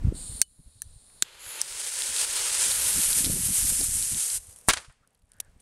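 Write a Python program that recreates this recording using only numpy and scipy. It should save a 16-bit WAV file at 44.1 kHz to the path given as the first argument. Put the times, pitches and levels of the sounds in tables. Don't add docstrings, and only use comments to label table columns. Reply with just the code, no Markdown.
import sys
import numpy as np
from scipy import signal
from scipy.fft import rfft, irfft
from scipy.io import wavfile
from scipy.ndimage import uniform_filter1d

SR = 44100
rng = np.random.default_rng(int(sys.argv[2]) if len(sys.argv) > 2 else 0)


def transcribe(signal):
    frames = np.atleast_2d(signal).T
    limited = np.clip(frames, -1, 1)
    pcm = np.round(limited * 32767).astype(np.int16)
    wavfile.write(sys.argv[1], SR, pcm)


def ratio(d):
    e = np.asarray(d, float) / 20
    return 10 ** e


N = 247519
SPLIT_S = 2.715


def evened(x):
    return x / np.sqrt(np.mean(x ** 2) + 1e-20)


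def read(points, hz):
    f, value = np.transpose(points)
    return np.interp(np.log(hz + 1), np.log(f + 1), value)


def columns(rows, t):
    s, *rest = np.transpose(rows)
    return [np.interp(t, s, c) for c in rest]


def hump(t, s, length):
    return ((t - s) / (length / 2)) ** 2


def add(mix, s, sound):
    part = mix[round(s * SR):][:len(sound)]
    part += sound[:len(part)]


def coloured(x, spectrum, lo=0, hi=SR):
    hz = np.fft.rfftfreq(len(x), 1 / SR) + 1
    edges = 1 / np.sqrt((1 + (lo / hz) ** 12) * (1 + (hz / hi) ** 12))
    return evened(irfft(rfft(x) * ratio(read(spectrum, hz)) * edges, len(x)))


def resonate(x, hz, width):
    turn = np.exp(2j * np.pi * np.cumsum(hz * np.ones(len(x))) / SR)
    r = np.exp(-np.pi * width / SR)
    slow = signal.lfilter([1 - r], [1, -r], x / turn)
    slow = signal.lfilter([1 - r], [1, -r], slow)
    return evened((turn * slow).real)


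def flicker(ms):
    size = max(int(ms * SR / 1000), 2)
    return evened(uniform_filter1d(uniform_filter1d(rng.standard_normal(N), size), size))


def gain_db():
    # start in seconds, gain after it in dB.
    ducks = [
        (0.09, -1.5),
        (0.42, -23),
        (1.232, -15.5),
        (4.69, -27.5),
    ]
    climb_db_per_s, rest_db = 13.5, -9.5
    t, out = np.arange(N) / SR, np.zeros(N)
    for s, after_db in ducks:
        climbing = after_db + climb_db_per_s * (t - s)
        out = np.where(t < s, out, np.minimum(climbing, max(after_db, rest_db)))
    return uniform_filter1d(out, size=200)


def yard():
    # frequency in Hz, level in dB per Hz.
    murmur_spectrum = [(59, -30), (100, 0), (198, -13.5), (344, -17.5), (426, -7), (2900, -19.5),
                       (3590, -22), (5990, -24), (8970, -21), (16300, -41.5)]
    # middle in seconds, length in seconds, level in dB, pitch in Hz.
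    tyres = [
        (5.041, .03, -70, 1380),
        (5.405, 0.18, -69.5, 1624),
    ]
    hush = coloured(rng.standard_normal(N), murmur_spectrum, 140)
    t, road = np.arange(N) / SR, rng.standard_normal(N)
    whine = 0
    for s, length, db, hz in tyres:
        whine = whine + ratio(db - 7.8 * hump(t, s, length) ** 2) * resonate(road, hz, 370)
    car_db = 7 * np.exp(-hump(t, *tyres[1][:2]))
    return ratio(-56 + gain_db() + car_db + 1.6 * flicker(60)) * hush + whine


def wind():
    # frequency in Hz, level in dB per Hz.
    gust_spectrum = [(12, -36), (20, 6), (92, -1.5), (232, -10), (335, -14), (447, -16.5), (491, -17.5),
                     (805, -27), (900, -31.5), (1170, -44), (1980, -120)]
    # time in seconds, pressure in dB.
    breeze = [(0, -39.5), (.4, -42.5), (1.0, -48), (1.9, -56.5), (2.75, -38.5), (3.25, -36), (3.98, -31.5),
              (4.25, -52.5), (5.61, -44)]
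    # middle in seconds, length in seconds, pressure in dB, flutter over pressure in dB.
    gusts = [(0.079, 0.15, -29, -7.5), (0.324, 0.068, -37.5, -22), (0.497, 0.055, -56, -23),
             (0.597, 0.033, -52.5, 0.5), (0.672, 0.061, -48.5, -12), (0.765, 0.036, -49, -17),
             (0.888, 0.14, -45.5, -24), (0.963, 0.045, -49.8, -28), (1.1, 0.059, -65, -18),
             (1.47, 0.056, -52, -15), (1.715, 0.041, -50, -18), (1.86, 0.038, -74, -0.3),
             (2.1, 0.063, -53.5, -4.5), (2.224, 0.048, -61, 3), (2.67, 0.082, -60, 9),
             (2.98, 0.08, -40, 1.5), (3.29, 0.33, -39.6, 2.8), (3.498, 0.056, -37, -1.5),
             (3.65, 0.06, -36.5, -7.5), (3.719, 0.04, -35.5, -3.5), (3.811, 0.057, -37.5, 0.5),
             (3.892, 0.018, -35, -9), (3.956, 0.034, -42, -7), (4.143, 0.081, -41, 1),
             (4.362, 0.079, -44.5, -19), (4.487, 0.039, -46, -26.5), (4.889, 0.04, -47, -32),
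             (5.217, 0.08, -65, -22.5), (5.312, 0.04, -66.5, -13.5), (5.49, 0.038, -53.5, -20)]
    # time in seconds, peak in dB, pitch in Hz.
    buffets = [(0.043, -9, 83), (0.066, -12, 139), (0.078, -8.5, 72.6), (0.12, -18, 276),
               (0.291, -27.5, 74.5), (0.591, -42, 124), (0.658, -40.5, 61.9), (0.955, -39.5, 79),
               (1.2245, -35.5, 260), (1.711, -47, 61.9), (2.948, -36, 81.6), (2.988, -32, 216),
               (3.238, -23.5, 222), (3.258, -23, 83), (3.294, -23, 235), (3.339, -29, 167),
               (3.401, -27, 111), (3.428, -26, 89), (3.457, -25, 91.5), (3.499, -22, 133),
               (4.126, -26.5, 112), (4.879, -39, 80.7)]
    flutter_base_db, flutter_growth, gust_edge_db = -10, 0.93, -9.5
    t = np.arange(N) / SR
    slow = t[::64]
    breeze_db = columns(breeze, slow)[0] + np.interp(slow, t, gain_db())
    rumble = ratio(2 * breeze_db)
    flutter = ratio(2 * (flutter_base_db - 48 + flutter_growth * (breeze_db + 48)))
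    for s, length, db, over_db in gusts:
        steeper_rise = np.where(slow < s, 1.8, 1)
        power = ratio(2 * (db + gust_edge_db * hump(slow, s, length) * steeper_rise))
        rumble = rumble + power
        flutter = flutter + ratio(2 * over_db) * power
    rumble_db = np.interp(t, slow, 10 * np.log10(rumble))
    flutter_db = np.interp(t, slow, 10 * np.log10(flutter))
    air = ratio(0.58 * flicker(37) + 3.4 * flicker(6.4)) * rng.standard_normal(N)
    edge_db = np.minimum(flutter_db, -38) - 12.5 + 1.3 * np.minimum(flutter_db + 35.5, 0)
    edge_db += 5.5 * flicker(12.0)
    out = ratio(rumble_db - 2.5) * coloured(air, gust_spectrum, 0, 110)
    out += ratio(flutter_db - 3.5) * coloured(air, gust_spectrum, 150, 300)
    out += ratio(edge_db) * coloured(air, gust_spectrum, 310)
    for s, db, hz in buffets:
        turns = np.arange(-1.5, 1.5, hz / SR)
        swing = np.sin(2 * np.pi * turns) * np.exp(-(turns / 0.4) ** 2)
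        add(out, max(s + 0.0029 - 1 / hz, 0), ratio(db - 3.5) * swing)
    return out


def scrap(s, db, hz, ms):
    # frequency in Hz, level in dB per Hz.
    card_spectrum = [(120, -49.5), (200, -19), (2540, -16), (3110, -10), (4330, -12.5), (10100, -1.5),
                     (12400, -11), (16300, -33)]
    t = np.arange(2000) / SR
    burst = rng.standard_normal(2000)
    tick = 1.2 * min(hz / 8000, 1) * coloured(burst, card_spectrum) + resonate(burst, hz, 2400)
    tick *= ratio(-8 * (t * 1000 / ms) ** 1.6) * np.clip(t / 0.00034, 0, 1)
    return s - .0002, ratio(db) * tick / abs(tick).max()


def gas(rows, middle_db):
    # frequency in Hz, width in Hz.
    hollows = [(4200, 1200), (7000, 1200)]
    t = np.arange(rows[0][0] - .01, rows[-1][0] + 0.013, 1 / SR)
    flow_db, hz, turned = columns(rows, t)
    top_db = flow_db + gain_db()[round(t[0] * SR):][:len(t)]
    nozzle_db = -26.5 * turned
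    air = rng.standard_normal(2 * SR)[:len(t)]
    jet = resonate(air, hz, 1500) + 0.08 * resonate(air, hz, 5000)
    jet -= ratio(middle_db) * resonate(air, *hollows[1])
    jet += ratio(nozzle_db) * resonate(air, *hollows[0])
    jet += ratio(nozzle_db - 10.0) * resonate(air[::-1], 5300, 1400)
    return t[0], ratio(top_db) * jet * signal.windows.tukey(len(t), .02)


def knock(s, db, hz, t60, thud_db):
    t = np.arange(3000) / SR
    mode = np.sin(2 * np.pi * hz * t) * ratio(-60 * t / t60) * np.clip(t / .0008, 0, 1)
    thud = ratio(thud_db) * np.exp(-hump(t, .0006, .0006))
    return s, ratio(db) * (mode + thud)


def snap(s, db, ms, bright_hz, body_db):
    # frequency in Hz, level in dB, t60 in seconds.
    body_modes = [(2980, -23, 0.1), (4400, 4.5, 0.026), (4500, -1.5, 0.027), (5230, -12, 0.011),
                  (6300, 5, 0.018), (6600, -19.5, 0.07), (6930, -2, 0.014), (8650, 6.5, 0.016),
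                  (9840, 1.5, .018), (10260, -3, .018), (12100, -16, .012), (13700, -16.5, .008)]
    t = np.arange(4000) / SR
    chance = rng.standard_normal((4, 4000))
    wobble = 1 + 0.12 * evened(uniform_filter1d(chance[0], size=8))
    chatter = np.sin(2 * np.pi * np.cumsum(bright_hz * wobble) / SR)
    chatter *= np.sin(np.pi * np.clip(t * 1000 / ms, 0, 1)) ** 1.4
    struck = t * 2000 > ms
    blow = chance[1] * ratio(-20.5 - 60 * t / 0.021) * struck
    blow[int(ms * SR / 2500)] = 2.63
    quick, ring = np.zeros(4000), np.zeros(4000)
    for (hz, mode_db, t60), grip in zip(body_modes, chance[2]):
        hz *= 1 + .025 * np.tanh(grip)
        mode_db += body_db if hz < 5000 else -5 * abs(np.log2(hz / bright_hz))
        wave = ratio(mode_db) * np.sin(2 * np.pi * hz * t)
        quick += wave * ratio(-60 * t / 0.0055)
        ring += wave * ratio(-60 * t / t60)
    body = signal.fftconvolve(blow, quick + ratio(-10.0) * ring)[:4000]
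    spring = ratio(-21 - 60 * t / .028) * struck * resonate(chance[3], bright_hz, 6000)
    small_body = signal.butter(4, 1350, 'high', fs=SR)
    sound = signal.lfilter(*small_body, chatter + 0.74 * body / abs(body).max() + spring)
    return s, ratio(db) * sound / abs(sound).max()


def flame_levels(t):
    # time in seconds, roar in dB, how much the narrowing jet favours fizz in dB.
    catching = [(1.26, -51.5, -33), (1.386, -52, -31), (1.402, -49, -18), (1.482, -43.5, -22),
                (1.6, -40, -17)]
    burning_on = [(1.64, -47.5, 2.2), (1.8, -42, 4.9), (2.0, -39.5, 6.5), (2.2, -36, 5.1), (2.45, -34, 3.5),
                  (2.65, -35, 7.8), (2.8, -35, 5.6), (3.15, -37.0, 10.4), (3.35, -43, 12.3),
                  (3.6, -39.5, 12.4), (3.9, -44, 16), (4.15, -43.5, 14.2), (4.365, -44, 14.5)]
    # middle in seconds, change in dB, length in seconds.
    sputters = [(1.681, -1, 0.04), (1.802, 1.8, 0.02), (1.827, -2, 0.018), (1.872, 2, 0.026),
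                (1.908, -3.6, 0.022), (1.924, -1.2, 0.02), (1.973, 0.8, 0.13), (2.046, -0.5, 0.02),
                (2.118, -3.5, 0.03), (2.216, 3.5, 0.058), (2.243, 1.3, 0.018), (2.263, -2, 0.02),
                (2.295, -1.6, 0.09), (2.35, -1.5, 0.02), (2.37, 2, 0.017), (2.435, -2.2, 0.03),
                (2.503, -1.5, 0.03), (2.537, 1.2, 0.02), (2.636, 3, 0.039), (2.712, 2.2, 0.02),
                (2.767, -1.5, 0.065), (2.822, 2, 0.018), (3.011, -0.7, 0.02), (3.054, 1.1, 0.082),
                (3.105, 1, 0.018), (3.134, -2.5, 0.029), (3.187, 2, 0.039), (3.236, -1.2, 0.02),
                (3.26, 0.7, 0.02), (3.285, -1.8, 0.03), (3.32, 1.7, 0.02), (3.356, -1.2, 0.13),
                (3.461, 1.3, 0.02), (3.51, -2.5, 0.03), (3.58, 1.6, 0.065), (3.686, 1.9, 0.045),
                (3.703, 1, 0.02), (3.718, -1.4, 0.02), (3.824, 0.4, 0.09), (3.901, -2.1, 0.061),
                (3.994, 0.6, 0.13), (4.068, -2.2, 0.03), (4.15, -3.5, 0.03), (4.21, 1.6, 0.065),
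                (4.288, -1.5, 0.059), (4.35, 1.5, 0.02)]
    # middle in seconds, change in dB, length in seconds.
    puffs = [
        (4.513, 3, .05),
        (4.552, -7, 0.018),
        (4.616, -2, .03),
        (4.636, -2, .03),
    ]
    # start in seconds, change in dB, seconds to even out.
    jolts = [(2.197, 0.5, 0.04), (2.255, -1.5, 0.05), (2.36, 0, 0.04), (2.612, 1, 0.04)]
    swallow_s, swallow_fall_s = 4.374, .018
    swallow_db, smoulder_db_per_s = -20, -30.5
    rush_s, rush_rise_s, rush_db, rush_fizz_db = 4.668, .013, 13, 11
    split_db, split_hold_s, split_fade_db_per_s = 21.5, 0.8, 21.5
    roar, narrow = columns(np.vstack([catching, burning_on]), t)
    roar = roar + sum(db * np.exp(-hump(t, s, length)) for s, db, length in sputters + puffs)
    roar += sum(db * (t > s) * np.exp(-abs(t - s) / even) for s, db, even in jolts)
    roar += swallow_db * np.clip((t - swallow_s) / swallow_fall_s, 0, 1)
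    roar += smoulder_db_per_s * np.maximum(t - swallow_s, 0)
    rush = np.clip((t - rush_s) / rush_rise_s, 0, 1)
    roar, narrow = roar + rush_db * rush, narrow + rush_fizz_db * rush
    split_fade = split_fade_db_per_s * np.clip(t - SPLIT_S - split_hold_s, 0, .7)
    split = np.clip((t - SPLIT_S) / 0.01, 0, 1) * (split_db - split_fade)
    torch_times = [catching[1][0], catching[3][0], catching[-1][0] - .015, catching[-1][0]]
    torch = np.interp(t, torch_times, [-12.5, 0, -2, -30])
    spit = np.maximum(roar + narrow - 30 + split, roar - 2.5 + torch)
    rumble = roar - 10 - 0.29 * np.maximum(narrow, 0)
    return roar + narrow, roar, rumble, spit


def fuse():
    # frequency in Hz, level in dB per Hz.
    flame_spectrum = [(180, -46.5), (300, -21), (548, -14.5), (704, -23), (889, -14.5), (1120, -18.5),
                      (1350, -16.5), (1820, -14.5), (3170, -9.5), (3390, -10.5), (5590, -9.5), (9080, 3.5),
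                      (11700, -4.5), (15000, -37.5), (16300, -48.5)]
    # low edge in Hz, high edge in Hz.
    flame_bands = [(5500, 12000), (1500, 5500), (300, 1500), (12000, 17000)]
    # frequency in Hz, width
    # in Hz.
    ground_notches = [(5700, 2800), (9300, 800)]
    torch_leaves_s, reflection_share = 1.62, 0.63
    t = np.arange(N) / SR
    pops = ratio(2.9 * np.minimum(rng.exponential(1, N), 2.6))
    pops *= (rng.random(N) < 1500 / SR) * rng.choice([-1, 1], N)
    sputter = ratio(0.84 * flicker(4.5) + 0.5 * flicker(23))
    jet = evened(sputter * rng.standard_normal(N)) + 0.54 * evened(pops)
    levels = [np.interp(t, t[::32], db) for db in flame_levels(t[::32])]
    parts = [ratio(db) * coloured(jet, flame_spectrum, *band) for db, band in zip(levels, flame_bands)]
    sleeved = ratio(levels[0]) * coloured(jet, flame_spectrum, flame_bands[0][0], 10500)
    parts[0] += (sleeved - parts[0]) * np.clip((SPLIT_S - t) * 20, 0, 1)
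    sparks = coloured(jet, [(1, 0), (2, 0)], 12300, 15000)
    parts.append(ratio(np.minimum(levels[1], levels[0] + 6) - 16.5) * sparks)
    burning = np.clip((t - 1.232) / 0.018, 0, 1) * (t < 4.6858)
    flame = shaded = burning * sum(parts)
    for hz, width in ground_notches:
        shaded = signal.lfilter(*signal.iirnotch(hz, hz / width, SR), shaded)
    reflected = reflection_share * np.clip((torch_leaves_s - t) / 0.043, 0, 1)
    return flame + reflected * (shaded - flame)


def bang():
    # start in seconds, dB over the overload point, t60 in seconds, treble edge in Hz.
    returns = [(4.6871, 11, 0.025, 9500), (4.69, 16, 0.065, 3300), (4.7015, 7, .045, 3500),
               (4.707, 5, .022, 5000), (4.70, -15, 0.37, 6500), (4.697, 9, 0.03, 6000),
               (4.7278, -17, 0.026, 14050), (4.7343, 2.5, 0.02, 8000), (4.7356, 3, 0.038, 3800),
               (4.7585, -25.5, 0.03, 12000), (4.762, -11.5, 0.23, 1500), (4.7673, -8, 0.035, 3000),
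               (4.7713, -7, 0.045, 4500), (4.7762, -13, 0.046, 4000), (4.782, -19, 0.074, 5000),
               (4.80, -36, 0.19, 11800), (4.846, -23.5, 0.067, 3000), (4.896, -27, .12, 1745),
               (4.915, -45, 0.083, 1806), (4.919, -45, 0.7, 2470), (5.009, -56, 0.19, 4010)]
    # frequency in Hz, level in dB per Hz.
    blast_spectrum = [(35, -36.5), (60, -4), (124, -23), (157, -20), (484, -15.5), (1600, -7), (2440, -8),
                      (6090, -6.5), (6840, -4.5), (9730, 2.5), (16300, -32)]
    start, out = 4.6856, np.zeros(N)
    t = np.arange(32768) / SR
    drive = -5 * np.exp(-((t - .00047) / .00013) ** 2)
    drive -= 4 * np.exp(-((t - .00152) / .00014) ** 2)
    ringing = (t > .0006) * (t < .00145) * ratio(-60 * (t - .0006) / .006)
    drive += 2.5 * np.sin(2 * np.pi * 8800 * (t - .0006)) * ringing
    for s, db, t60, edge_hz in returns:
        age = t - (s - start)
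        rush = coloured(rng.standard_normal(len(t)), blast_spectrum)
        rush = signal.lfilter(*signal.butter(2, min(edge_hz, 20000), fs=SR), rush)
        decay = ratio(db - 60 * (np.maximum(age, 0) / t60) ** 0.98)
        drive += rush * decay * np.clip(age / (0.011 * t60), 0, 1)
    drive += .28 * np.sin(np.pi * np.clip(t / .027, 0, 1) ** 1.5) ** 2
    ceiling = .205 + .04 * np.exp(-t / .012)
    ceiling += .27 / (1 + np.exp(np.minimum((t - .0012) / .00012, 50)))
    flat = ceiling * drive / (1 + abs(drive) ** 4) ** .25
    coupled = signal.lfilter(*signal.butter(1, 30, 'high', fs=SR), flat)
    add(out, start, np.clip(coupled, -ceiling, ceiling))
    return out


def scene():
    # start in seconds, peak in dB before overload, scrape in ms,
    # brightest frequency in Hz, low modes in dB.
    snaps = [(0.4155, 1, 1.5, 8100, -14), (0.4162, 0, 1.11, 6200, -8), (0.8193, -15, 0.84, 9500, -12),
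             (0.819, -30, 1.2, 7200, -14), (0.8188, -33, 1.2, 12400, -10), (0.4178, -12, .7, 9900, -8),
             (1.2226, -14, 0.85, 7400, -10), (1.2232, -0.5, 0.89, 6830, -8), (1.2239, -6, 1.1, 4400, -6),
             (1.6149, -9.5, 2, 9420, -8), (1.6154, -13, 1.02, 6000, -4)]
    # start in seconds, peak in dB, pitch in Hz, t60 in seconds, thud in dB.
    knocks = [
        (.4166, -24, 1610, .014, -7),
        (.4168, -22, 4410, .03, -40),
        (.4172, -24, 8760, .045, -40),
        (.417, -21, 9900, .012, -40),
        (.417, -46, 2980, .12, -40),
        (.8194, -38, 1770, .02, -30),
        (.8196, -52, 6000, .09, -40),
        (1.2239, -23, 1590, .015, -9),
        (1.6152, -34, 1700, .015, -20),
        (1.6153, -24, 4300, .008, -40),
    ]
    # start in seconds, peak in dB, pitch in Hz, length in ms.
    shell = [(5.294, -66, 9550, 6.8), (5.3855, -54, 9000, 1.5), (5.4011, -19, 9900, 1.1),
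             (5.4015, -23, 6000, .8), (5.4013, -30.5, 3200, 1.2), (5.403, -19, 10500, 0.45),
             (5.4036, -16, 10400, 1.1), (5.4063, -32, 11000, 0.6), (5.4075, -43, 11000, 1.1),
             (5.4084, -34, 5700, .9), (5.4118, -39, 8800, 0.7), (1.1, -52, 2100, 1.5),
             (.768, -68, 900, 1.7), (5.596, -58, 2600, 2), (5.5995, -53, 8900, 3), (5.602, -50, 8000, 4),
             (5.6015, -56, 3500, 5), (5.606, -53, 9500, 3), (5.3188, -54, 3400, 1.5),
             (5.3347, -58, 4000, 1.2)]
    # time in seconds, flow in dB, top hollow in Hz, nozzle turned away from 0 to 1.
    gas_flows = [
        [(0.13, -64, 8860, 0.4), (0.152, -46, 9000, 0.28), (0.19, -40, 8740, 0.42), (0.39, -40.5, 9430, 0.44),
         (0.58, -43.5, 9700, .45), (0.8, -44, 9250, .25), (1.01, -45, 9160, 0.29), (1.15, -44.5, 9600, 0.4),
         (1.22, -45, 9480, .2)],
        [(1.25, -53, 9880, 0.1), (1.386, -50.5, 10300, .5), (1.398, -39.5, 10600, 0.5),
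         (1.496, -31.5, 10500, 0.9), (1.588, -35.5, 10000, .45), (1.604, -29.5, 9600, 0.8)],
    ]
    middle_hollow_db = [-13, -4]
    # start in seconds, peak in dB, pitch in Hz.
    scraps = [(4.4695, -42, 9900), (4.4966, -41, 9600), (4.5095, -40, 8500), (4.527, -40, 9500),
              (4.5613, -34.5, 9300), (4.5872, -38, 10300), (4.613, -41, 9500), (4.9244, -53.5, 9500),
              (4.9694, -67, 9500), (5.0745, -50.5, 9470), (5.106, -62, 8590), (5.128, -67, 8800),
              (5.133, -68, 11000), (5.148, -54, 10300), (5.152, -59, 4200), (5.1755, -62, 9500),
              (5.191, -65, 8500), (5.1954, -63, 8500), (5.2195, -62, 4000), (5.2227, -61, 9300),
              (5.234, -68, 9490), (5.249, -65, 9000), (5.2534, -66, 9000), (5.257, -64, 9000),
              (5.2695, -65, 9000), (5.281, -67.5, 8500), (5.2915, -61, 9000), (5.302, -63.5, 9000),
              (5.3184, -42, 8650), (5.3345, -50, 10000), (5.341, -55.5, 8500), (5.367, -55, 10970),
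              (5.448, -52, 8600), (5.4972, -60, 9200), (5.516, -65, 9200), (5.5773, -59.5, 9200)]
    # start in seconds, peak in dB.
    crackles = [(1.7087, -25.8), (1.7246, -23.3), (1.8141, -22.2), (2.021, -15), (2.1256, -19.3),
                (2.164, -13.5), (2.1841, -13.3), (2.7167, -11.3), (3.1304, -11.0), (3.2459, -12),
                (3.2519, -11.5), (3.2612, -12.5), (3.8119, -12.1), (4.0258, -17), (4.1463, -16.9),
                (4.3012, -17)]
    mix = yard() + wind() + fuse() + bang()
    for row in snaps:
        add(mix, *snap(*row))
    for row in knocks:
        add(mix, *knock(*row))
    for row in shell:
        add(mix, *scrap(*row))
    for rows, middle_db in zip(gas_flows, middle_hollow_db):
        add(mix, *gas(rows, middle_db))
    for s, db, hz in scraps:
        add(mix, *scrap(s, db + 0.5, hz, ms=1.8))
    for s, db in crackles:
        add(mix, *scrap(s, db - 2, hz=4300, ms=.6))
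    return mix[None]


def roll_off(x):
    return signal.sosfilt(signal.butter(12, 16680, fs=SR, output="sos"), x)


def record(dry):
    clipped = dry / (1 + abs(dry / .58) ** 6) ** (1 / 6)
    edge = signal.firwin(201, 15800, fs=SR)
    limited = signal.oaconvolve(clipped, edge[None], "same")
    return roll_off(limited)


dry = scene()
out = record(dry)
transcribe(out)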